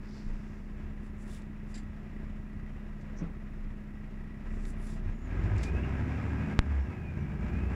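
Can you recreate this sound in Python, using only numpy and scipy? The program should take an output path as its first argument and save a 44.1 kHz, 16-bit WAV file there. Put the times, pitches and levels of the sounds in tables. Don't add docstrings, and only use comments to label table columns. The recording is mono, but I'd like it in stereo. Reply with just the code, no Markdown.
import sys
import numpy as np
from scipy import signal
from scipy.fft import rfft, irfft
from scipy.io import wavfile

SR = 44100
rng = np.random.default_rng(int(sys.argv[2]) if len(sys.argv) > 2 else 0)


def digitize_waveform(pressure):
    field = np.atleast_2d(pressure).T
    bounded = np.clip(field, -1, 1)
    quanta = np.round(bounded * 32767).astype(np.int16)
    wavfile.write(sys.argv[1], SR, quanta)


N = 341775
T = np.arange(N) / SR
HZ = np.maximum(np.arange(N // 2 + 1) * SR / N, 1)


def undb(db):
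    return 10 ** (np.asarray(db) / 20)


def curves(rows):
    times_s, *columns = np.transpose(rows)
    return [np.interp(T, times_s, column) for column in columns]


def unit(x):
    return x / np.sqrt(np.mean(x ** 2))


def bell(hz, centre_hz, width_hz):
    return 1 / (1 + (2 * (hz - centre_hz) / width_hz) ** 2)


def response(outline, modes=()):
    hz, db = np.transpose(outline)
    outline_db = np.interp(np.log(HZ), np.log(hz), db)
    return undb(outline_db + sum(peak_db * bell(HZ, f, width) for f, width, peak_db in modes))


def shape(x, gain):
    return irfft(rfft(x) * gain, N)


def walk(rate_hz):
    steps = rng.standard_normal(8192)
    return 1.29 * np.interp(T * rate_hz, np.arange(len(steps)), steps)


def pan(db):
    return undb(np.array([[db], [-db]]) / 2)


def swell(t, rise_s, fall_s):
    return np.exp(-(t / np.where(t < 0, rise_s, fall_s)) ** 2)


def cab_noise(split_hz=480):
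    mid, side = rng.standard_normal((2, N))
    side_power = .5 / (1 + (split_hz / HZ) ** 4)
    return shape(mid, np.sqrt(1 - side_power)) + shape(side, np.sqrt(side_power)) * np.array([[1], [-1]])


def knocks(cycles, decay_cycles, scatter_db):
    strength = undb(scatter_db * rng.standard_normal(4096))
    return strength[cycles.astype(int)] * np.exp(-(cycles % 1) / decay_cycles)


def boom(firings, waver_db=1.26):
    return np.sin(2 * np.pi * firings + .15 * walk(14)) * undb(waver_db * walk(12))


def rumble(firings, firing_hz, pull):
    # cycles per two crank turns, relative dB at idle, relative dB pulling.
    orders = [(8, -12, -6.5), (9, -1, -4), (12, -7, -1), (15, -11.5, -10), (16, -18.5, -6.5),
              (18, -13, -4.5), (21, -21.5, -2), (24, -9, -7), (27, -27, -11), (29, -0.45, -11),
              (34, -10.5, -12), (36, -12.5, -5), (38, -7, -13), (42, 5.5, -7), (47, -9, -8.5),
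              (60, -9, -10)]
    # frequency in Hz, wall transmission in dB.
    walls = [(15, -33), (25, -2.5), (45, -12), (62, -1.5), (80, -1), (115, -8), (132, -11.5), (165, -9.5),
             (188, -10), (240, -11), (300, -14.5), (385, -17), (460, -26), (700, -50), (1500, -63)]
    # frequency in Hz, width in Hz, peak in dB.
    air_modes = [(95, 35, 1), (150.3, 25, 4), (209.7, 12, 2.5), (251.7, 24.5, 3.5), (372, 34, 3.5)]
    cab = response(walls, air_modes)
    cycles = firings / 6
    jitter_rad, waver_db = .053 + .04 * pull, .64 + 1.3 * pull
    tones = 0
    for order, idle_db, pull_db in orders:
        phase = 2 * np.pi * (order * cycles + rng.random()) + jitter_rad * walk(21)
        db = idle_db + (pull_db - idle_db) * pull + waver_db * walk(9)
        tones = tones + np.sqrt(2) * np.sin(phase) * undb(db)
    shaking = cab_noise() * (.29 + knocks(firings, decay_cycles=.12, scatter_db=0))
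    rough_db = -.9 - 1.4 * pull - .16 * np.maximum(firing_hz - 62, 0)
    return shape(tones, cab) + undb(rough_db) * unit(shape(shaking, cab))


def clatter(firings, pull, direct_db=-5, lag_s=.000563):
    # frequency in Hz, combustion noise through the bulkhead in dB.
    bulkhead = [(250, 4), (450, 1.5), (620, 3.5), (1100, 2), (2000, -3), (2550, -2.5), (2830, -6.5),
                (3100, -13), (4200, -19), (5600, -20.5), (6300, -23), (7500, -24.5), (8400, -32),
                (10000, -36), (15000, -56)]
    # panel frequency in Hz, width in Hz, peak at idle in dB, peak pulling in dB.
    block_modes = [(477, 47, 1.5, 4.5), (594, 26, 4, 4.5), (672, 60, 2, 2), (795, 230, -0.5, 3),
                   (980, 95, 1.5, 3.5), (1282, 60, 3, 5.5), (1520, 70, -2.5, 2), (1607, 38, 1, 5),
                   (1650, 90, 4, 6.5), (1936, 215, 4.5, 4.5), (2170, 70, 1, 2.5), (2400, 500, -.5, 2),
                   (3900, 800, 0, -1.5)]
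    combustion = (.25 + .35 * pull) * knocks(firings, decay_cycles=.22, scatter_db=1.8)
    valves = (.14 + .14 * pull) * knocks(4 * firings + .3, decay_cycles=.3, scatter_db=4)
    right = rng.standard_normal(N)
    left = shape(right, np.exp(-2j * np.pi * HZ * lag_s))
    noise = cab_noise() + undb(direct_db) * np.array([left, right])
    pan_db = np.interp(np.log(HZ), np.log([700, 1300, 2400, 4400, 12000]), [3, -2.5, -5, -2, -5.5])
    strikes = shape(noise * (1 + combustion + valves), undb(np.array([pan_db, -pan_db]) / 2))
    idling = shape(strikes, response(bulkhead, [(hz, width, db) for hz, width, db, _ in block_modes]))
    pulling = shape(strikes, response(bulkhead, [(hz, width, db) for hz, width, _, db in block_modes]))
    return unit(idling + (pulling - idling) * pull) * undb(6.5 + walk(45))


def gear_whine(firings, firing_hz):
    # (Hz, width Hz, dB).
    gears = [ (42, -1, .4, [(2320, 40, -3), (2435, 55, 2), (2560, 140, -.5)]),
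             (31.5, -7.5, .5, [(2430, 120, 0)]), ]
    out = 0
    for teeth, db, sway_rad, resonances in gears:
        mesh = 2 * np.pi * teeth * firings + sway_rad * np.sin(2 * np.pi * firings)
        housing = sum(undb(peak) * bell(teeth * firing_hz, f, width) for f, width, peak in resonances)
        channels = [np.sin(mesh + .62 * walk(110)) * undb(3.2 * walk(32)) for _ in range(2)]
        out = out + np.array(channels) * housing * undb(db)
    return out * pan(-.77)


def loads(release_s=.095):
    # start in s, end in s, rise in s, boom in dB, extra rumble in dB, extra clatter in dB.
    spells = [ (4.396, 5.1, 0.09, -34, 2, 2.5), (5.043, 5.066, .04, -53, -0.5, 3),
              (5.207, 6.536, 0.15, -30.5, 4.5, 6.3), (6.623, 6.797, 0.099, -26.5, -1, 4),
              (6.82, 7.184, 0.037, -52, 1.5, 1), (7.087, 7.9, 0.42, -34, 4.7, 4.5), ]
    boom_gain = rumble_db = clatter_db = 0
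    for start_s, end_s, rise_s, boom_db, extra_rumble_db, extra_clatter_db in spells:
        load = np.clip((T - start_s) / rise_s, 0, 1) * np.clip(1 - (T - end_s) / release_s, 0, 1)
        boom_gain = boom_gain + load * undb(boom_db)
        rumble_db = rumble_db + load * extra_rumble_db
        clatter_db = clatter_db + load * extra_clatter_db
    return boom_gain, rumble_db, clatter_db


def surge(period_s=.469, crest_s=2.23):
    return np.cos(2 * np.pi * (T - crest_s) / period_s) + .2 * walk(6.5)


def intake(firings, peak_s=5.69, half_s=.3, level_db=-47):
    gulps = cab_noise() * (.48 + knocks(firings, decay_cycles=.33, scatter_db=5))
    duct = bell(HZ, centre_hz=375, width_hz=170)
    return unit(shape(gulps, duct)) * undb(level_db) * swell(T - peak_s, half_s, half_s)


def judders():
    # peak time in s, half length in s, frequency in Hz, level in dB.
    swells = [(.3, .08, 26.96, -35), (.88, 0.056, 76, -42.5), (5.076, 0.027, 92.2, -34.5),
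              (5.458, 0.019, 90.1, -29), (5.541, 0.036, 101, -26.5), (5.566, 0.041, 74.96, -30),
              (5.738, 0.032, 85.3, -29.5), (6.034, 0.047, 107.6, -41), (6.25, .08, 75, -36),
              (6.49, 0.087, 207.9, -40), (7.27, .17, 143.6, -41), (7.355, 0.21, 214.6, -43),
              (7.69, .09, 62.9, -32.5)]
    sway_rad = .48 * walk(25)
    out = 0
    for peak_s, half_s, hz, db in swells:
        tone = np.sqrt(2) * np.sin(2 * np.pi * (hz * T + rng.random()) + sway_rad)
        out = out + tone * undb(db) * swell(T - peak_s, half_s, half_s)
    return out


def thump(start_s=3.215, push_s=.0056, ring_db=-28, scuff_db=-48):
    # frequency in Hz, relative level in dB, T60 in s.
    panel_modes = [(167.8, 2, 0.24), (291.4, -6, 0.18), (450, -14.5, 0.12), (521, -23, 0.15),
                   (655, -18, 0.096)]
    t = np.maximum(T - start_s, 0)
    ring = sum(undb(db - 60 * t / t60_s) * np.sin(2 * np.pi * (hz * t + rng.random()))
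               for hz, db, t60_s in panel_modes)
    push = 1 - np.exp(-t / push_s)
    colour = response([(100, -24), (200, 0), (500, -.5), (800, -8), (1500, -11), (2500, -19),
                       (5000, -37), (12000, -75)])
    scuff = unit(shape(cab_noise(), colour)) * swell(T - start_s - .015, rise_s=.045, fall_s=.079)
    return ring * push * undb(ring_db) + scuff * undb(scuff_db)


def pop(start_s=6.5911, snap_s=.00011, leak_s=.0041, muffle_hz=260, lag_s=.00046):
    t = np.maximum(T - start_s, 0)
    pressure = (t > 0) * (.87 * np.exp(-t / snap_s) + .5 * np.exp(-t / leak_s))
    left = signal.sosfilt(signal.butter(2, 4300, fs=SR, output="sos"), pressure)
    left = .9 * left / left.max()
    right = shape(left, np.exp(-2j * np.pi * HZ * lag_s) / (1 + 1j * HZ / muffle_hz))
    return signal.sosfilt(signal.butter(1, 20, "high", fs=SR, output="sos"), np.array([left, right]))


def rattles(attack_s=.002, chatter_db=3):
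    # start in s, decay in s, level in dB.
    bursts = [(5.562, 0.056, -49), (5.683, .012, -48), (5.831, 0.022, -43.5)]
    # frequency in Hz, width in Hz, peak in dB.
    trim_modes = [(1760, 130, -2), (2150, 220, -2), (2460, 160, 1), (2800, 170, -1)]
    ring = sum(undb(db) * bell(HZ, hz, width_hz) for hz, width_hz, db in trim_modes)
    buzz = unit(shape(rng.standard_normal((2, N)) * undb(chatter_db * walk(300)), ring))
    envelope = 0
    for start_s, decay_s, db in bursts:
        t = np.maximum(T - start_s, 0)
        envelope = envelope + np.minimum(t / attack_s, 1) * np.exp(-t / decay_s) * undb(db)
    return buzz * envelope


def grips(attack_s=.0027):
    # start in s, hold in s, decay in s, level in dB, ring share 0-1, left minus right in dB.
    contacts = [ (1.418, 0.0022, 0.0048, -57, .2, -1.5), (1.741, 0.016, 0.017, -50, 1, -5),
                (1.775, .009, 0.016, -56.5, 0.7, -4), (1.834, .001, .002, -64, .5, -1.5),
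                (4.651, 0.0037, .002, -49, .5, -7), (5.562, .004, .002, -55, .3, -5),
                (5.577, .008, .006, -53, 0.4, -7), (5.629, .009, 0.0065, -41.5, 0, -1), ]
    # frequency in Hz, contact noise in dB.
    colour = [(700, -12), (2000, 8), (3000, 2), (5600, -1.5), (7600, 0), (8600, -9.5), (11000, -13),
              (12500, -27), (15000, -27)]
    # frequency in Hz, width in Hz, peak in dB.
    wheel_modes = [(3760, 380, 7), (4850, 460, 12), (7440, 560, 12), (9400, 750, 12)]
    out = np.zeros((2, N))
    friction = rng.standard_normal((2, N))
    dull = unit(shape(friction, response(colour)))
    ringing = unit(shape(friction, response(colour, wheel_modes)))
    for start_s, hold_s, decay_s, db, ring, pan_db in contacts:
        span = slice(int(start_s * SR), int(start_s * SR) + SR // 10)
        t = T[span] - start_s
        envelope = np.clip(t / attack_s, 0, 1) * np.exp(-np.maximum(t - hold_s, 0) / decay_s)
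        scrape = (1 - ring) * dull[:, span] + ring * ringing[:, span]
        out[:, span] += scrape * envelope * undb(db) * pan(pan_db)
    return out


def slides(window_samples=2 ** 16):
    # peak time, rise and fall in s, level in dB, centre in Hz, half width in octaves,
    # left minus right in dB.
    strokes = [ (.17, 0.11, 0.08, -67, 4870, 0.32, -15), (.42, 0.33, 0.27, -71, 5400, 0.48, -3),
               (1.06, .04, .036, -72, 8450, .97, 0), (1.22, 0.037, 0.022, -66.5, 7840, 0.51, -5),
               (1.333, 0.064, 0.06, -59.5, 8700, 0.87, 0), (1.345, .05, .06, -61.5, 1600, .6, 0),
               (1.714, 0.042, 0.024, -66.5, 6940, 0.96, -4), (3.015, .01, .015, -68, 5500, .7, -1),
               (3.19, .02, 0.022, -59, 5930, 0.13, -5), (4.62, 0.13, 0.088, -68.5, 6940, 0.61, -6),
               (4.69, 0.032, 0.03, -60, 8600, 0.64, 1), (4.84, .047, 0.057, -74, 10600, 0.21, 19),
               (4.9, 0.072, .068, -59.5, 6700, 1, -3), (5.595, 0.013, 0.035, -60, 5160, .46, -10),
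               (5.645, 0.018, 0.042, -55, 5400, 0.79, -4), (6.83, .06, .06, -75, 5400, .04, 0),
               (7.21, .03, .025, -74, 5800, .04, 0), ]
    # frequency in Hz, rubbing noise in dB.
    colour = [(1000, -5), (3000, 6.5), (5600, 5), (6400, 2), (8500, -3), (10500, 0.5), (12000, -9),
              (15000, -7)]
    # frequency in Hz, width in Hz, peak in dB.
    rub_modes = [(3540, 230, 6.9), (4810, 520, 1.4), (7500, 1100, 8.1), (9500, 920, 4.6)]
    out = np.zeros((2, N))
    hz = np.maximum(np.arange(window_samples // 2 + 1) * SR / window_samples, 1)
    grain = shape(rng.standard_normal((2, N)) * undb(1.65 * walk(450)), response(colour, rub_modes))
    for peak_s, rise_s, fall_s, db, centre_hz, octaves, pan_db in strokes:
        start = np.clip(int(peak_s * SR) - window_samples // 2, 0, N - window_samples)
        span = slice(start, start + window_samples)
        band = 1 / (1 + (np.log2(hz / centre_hz) / octaves) ** 2)
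        hiss = unit(irfft(rfft(grain[:, span]) * band))
        out[:, span] += hiss * swell(T[span] - peak_s, rise_s, fall_s) * undb(db) * pan(pan_db)
    return out


def cover(firings, jitter_s=.001, scatter_db=4, pan_db=-2):
    # frequency in Hz, width in Hz.
    cover_modes = [(1892, 11), (1951, 20)]
    # time in s, level in dB.
    levels = [(0, -77), (1.1, -76), (1.35, -67), (3, -66.5), (3.6, -71), (4.1, -66.5), (4.5, -64),
              (4.95, -69), (5.3, -90)]
    hits = np.flatnonzero(np.diff(np.floor(firings)))
    timing, strength = rng.standard_normal((len(hits), 2)).T
    hits = np.clip(hits + (timing * SR * jitter_s).astype(int), 0, N - 1)
    taps = np.zeros(N)
    taps[hits] = undb(scatter_db * strength)
    ring = sum(1 / (1 + 2j * (HZ - hz) / width_hz) for hz, width_hz in cover_modes)
    db, = curves(levels)
    return unit(shape(taps, ring)) * undb(db) * pan(pan_db)


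def squeak(pan_db=-6):
    # time in s, pitch in Hz, gain in dB.
    glide = [(5.09, 6250, -82), (5.16, 7050, -74), (5.2, 6800, -75), (5.24, 7120, -72), (5.28, 6650, -70),
             (5.3, 6500, -87)]
    hz, db = curves(glide)
    phase = 2 * np.pi * np.cumsum(hz * (1 + .014 * walk(1000))) / SR
    tone = .6 * np.sin(phase) * undb(2.5 * walk(120))
    hiss = .42 * (walk(900) * np.sin(phase) + walk(900) * np.cos(phase))
    gate = (T > glide[0][0]) & (T < glide[-1][0])
    return (tone + hiss) * undb(db) * pan(pan_db) * gate


def air(level_db=-80):
    colour = response([(500, -26), (3000, -6), (7500, 5), (8400, .5), (9700, 3), (11500, 2.5),
                       (15000, -2.5)])
    return unit(shape(rng.standard_normal((2, N)), colour)) * undb(level_db)


def scene(idle_hz=30):
    # time in s, firing rate in Hz.
    speed = [(0, 30.03), (2.9, 30.03), (3.02, 29.7), (4, 29.7), (4.16, 30.05), (4.33, 30.05), (4.47, 30.7),
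             (4.9, 30.7), (5.2, 31.5), (5.37, 44.3), (5.5, 51), (5.7, 58.8), (5.83, 63.2), (6, 70.5),
             (6.2, 75.6), (6.56, 79.2), (6.89, 62.6), (7.04, 58.9), (7.1, 57.8), (7.2, 55.2), (7.45, 54.8),
             (7.53, 57.3), (7.75, 64.2)]
    firing_hz, = curves(speed)
    firings = np.cumsum(firing_hz) / SR
    octaves = np.log2(firing_hz / idle_hz)
    pull = np.clip((firing_hz - 32) / 16, 0, 1)
    swing = surge() * (1 - pull)
    load_boom, load_rumble_db, load_clatter_db = loads()
    node = undb(-10 * bell(firing_hz, centre_hz=78.9, width_hz=2.1))
    idle_boom = (1 - pull) * undb(-39 + 2 * swing)
    boom_gain = np.hypot(idle_boom, load_boom) * node
    rumble_db = -46 + 6 * octaves + .33 * swing + load_rumble_db
    clatter_db = -60 + 2 * octaves + .27 * swing + load_clatter_db
    low = boom(firings) * boom_gain + rumble(firings, firing_hz, pull) * undb(rumble_db)
    high = (clatter(firings, pull) + gear_whine(firings, firing_hz)) * undb(clatter_db)
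    engine = low + high + cover(firings) + intake(firings)
    return engine + judders() + rattles() + slides() + grips() + squeak() + thump() + pop() + air()


def record(dry):
    return signal.sosfilt(signal.ellip(10, .1, 80, 15700, fs=SR, output="sos"), dry)


dry = scene()
out = record(dry)
digitize_waveform(out)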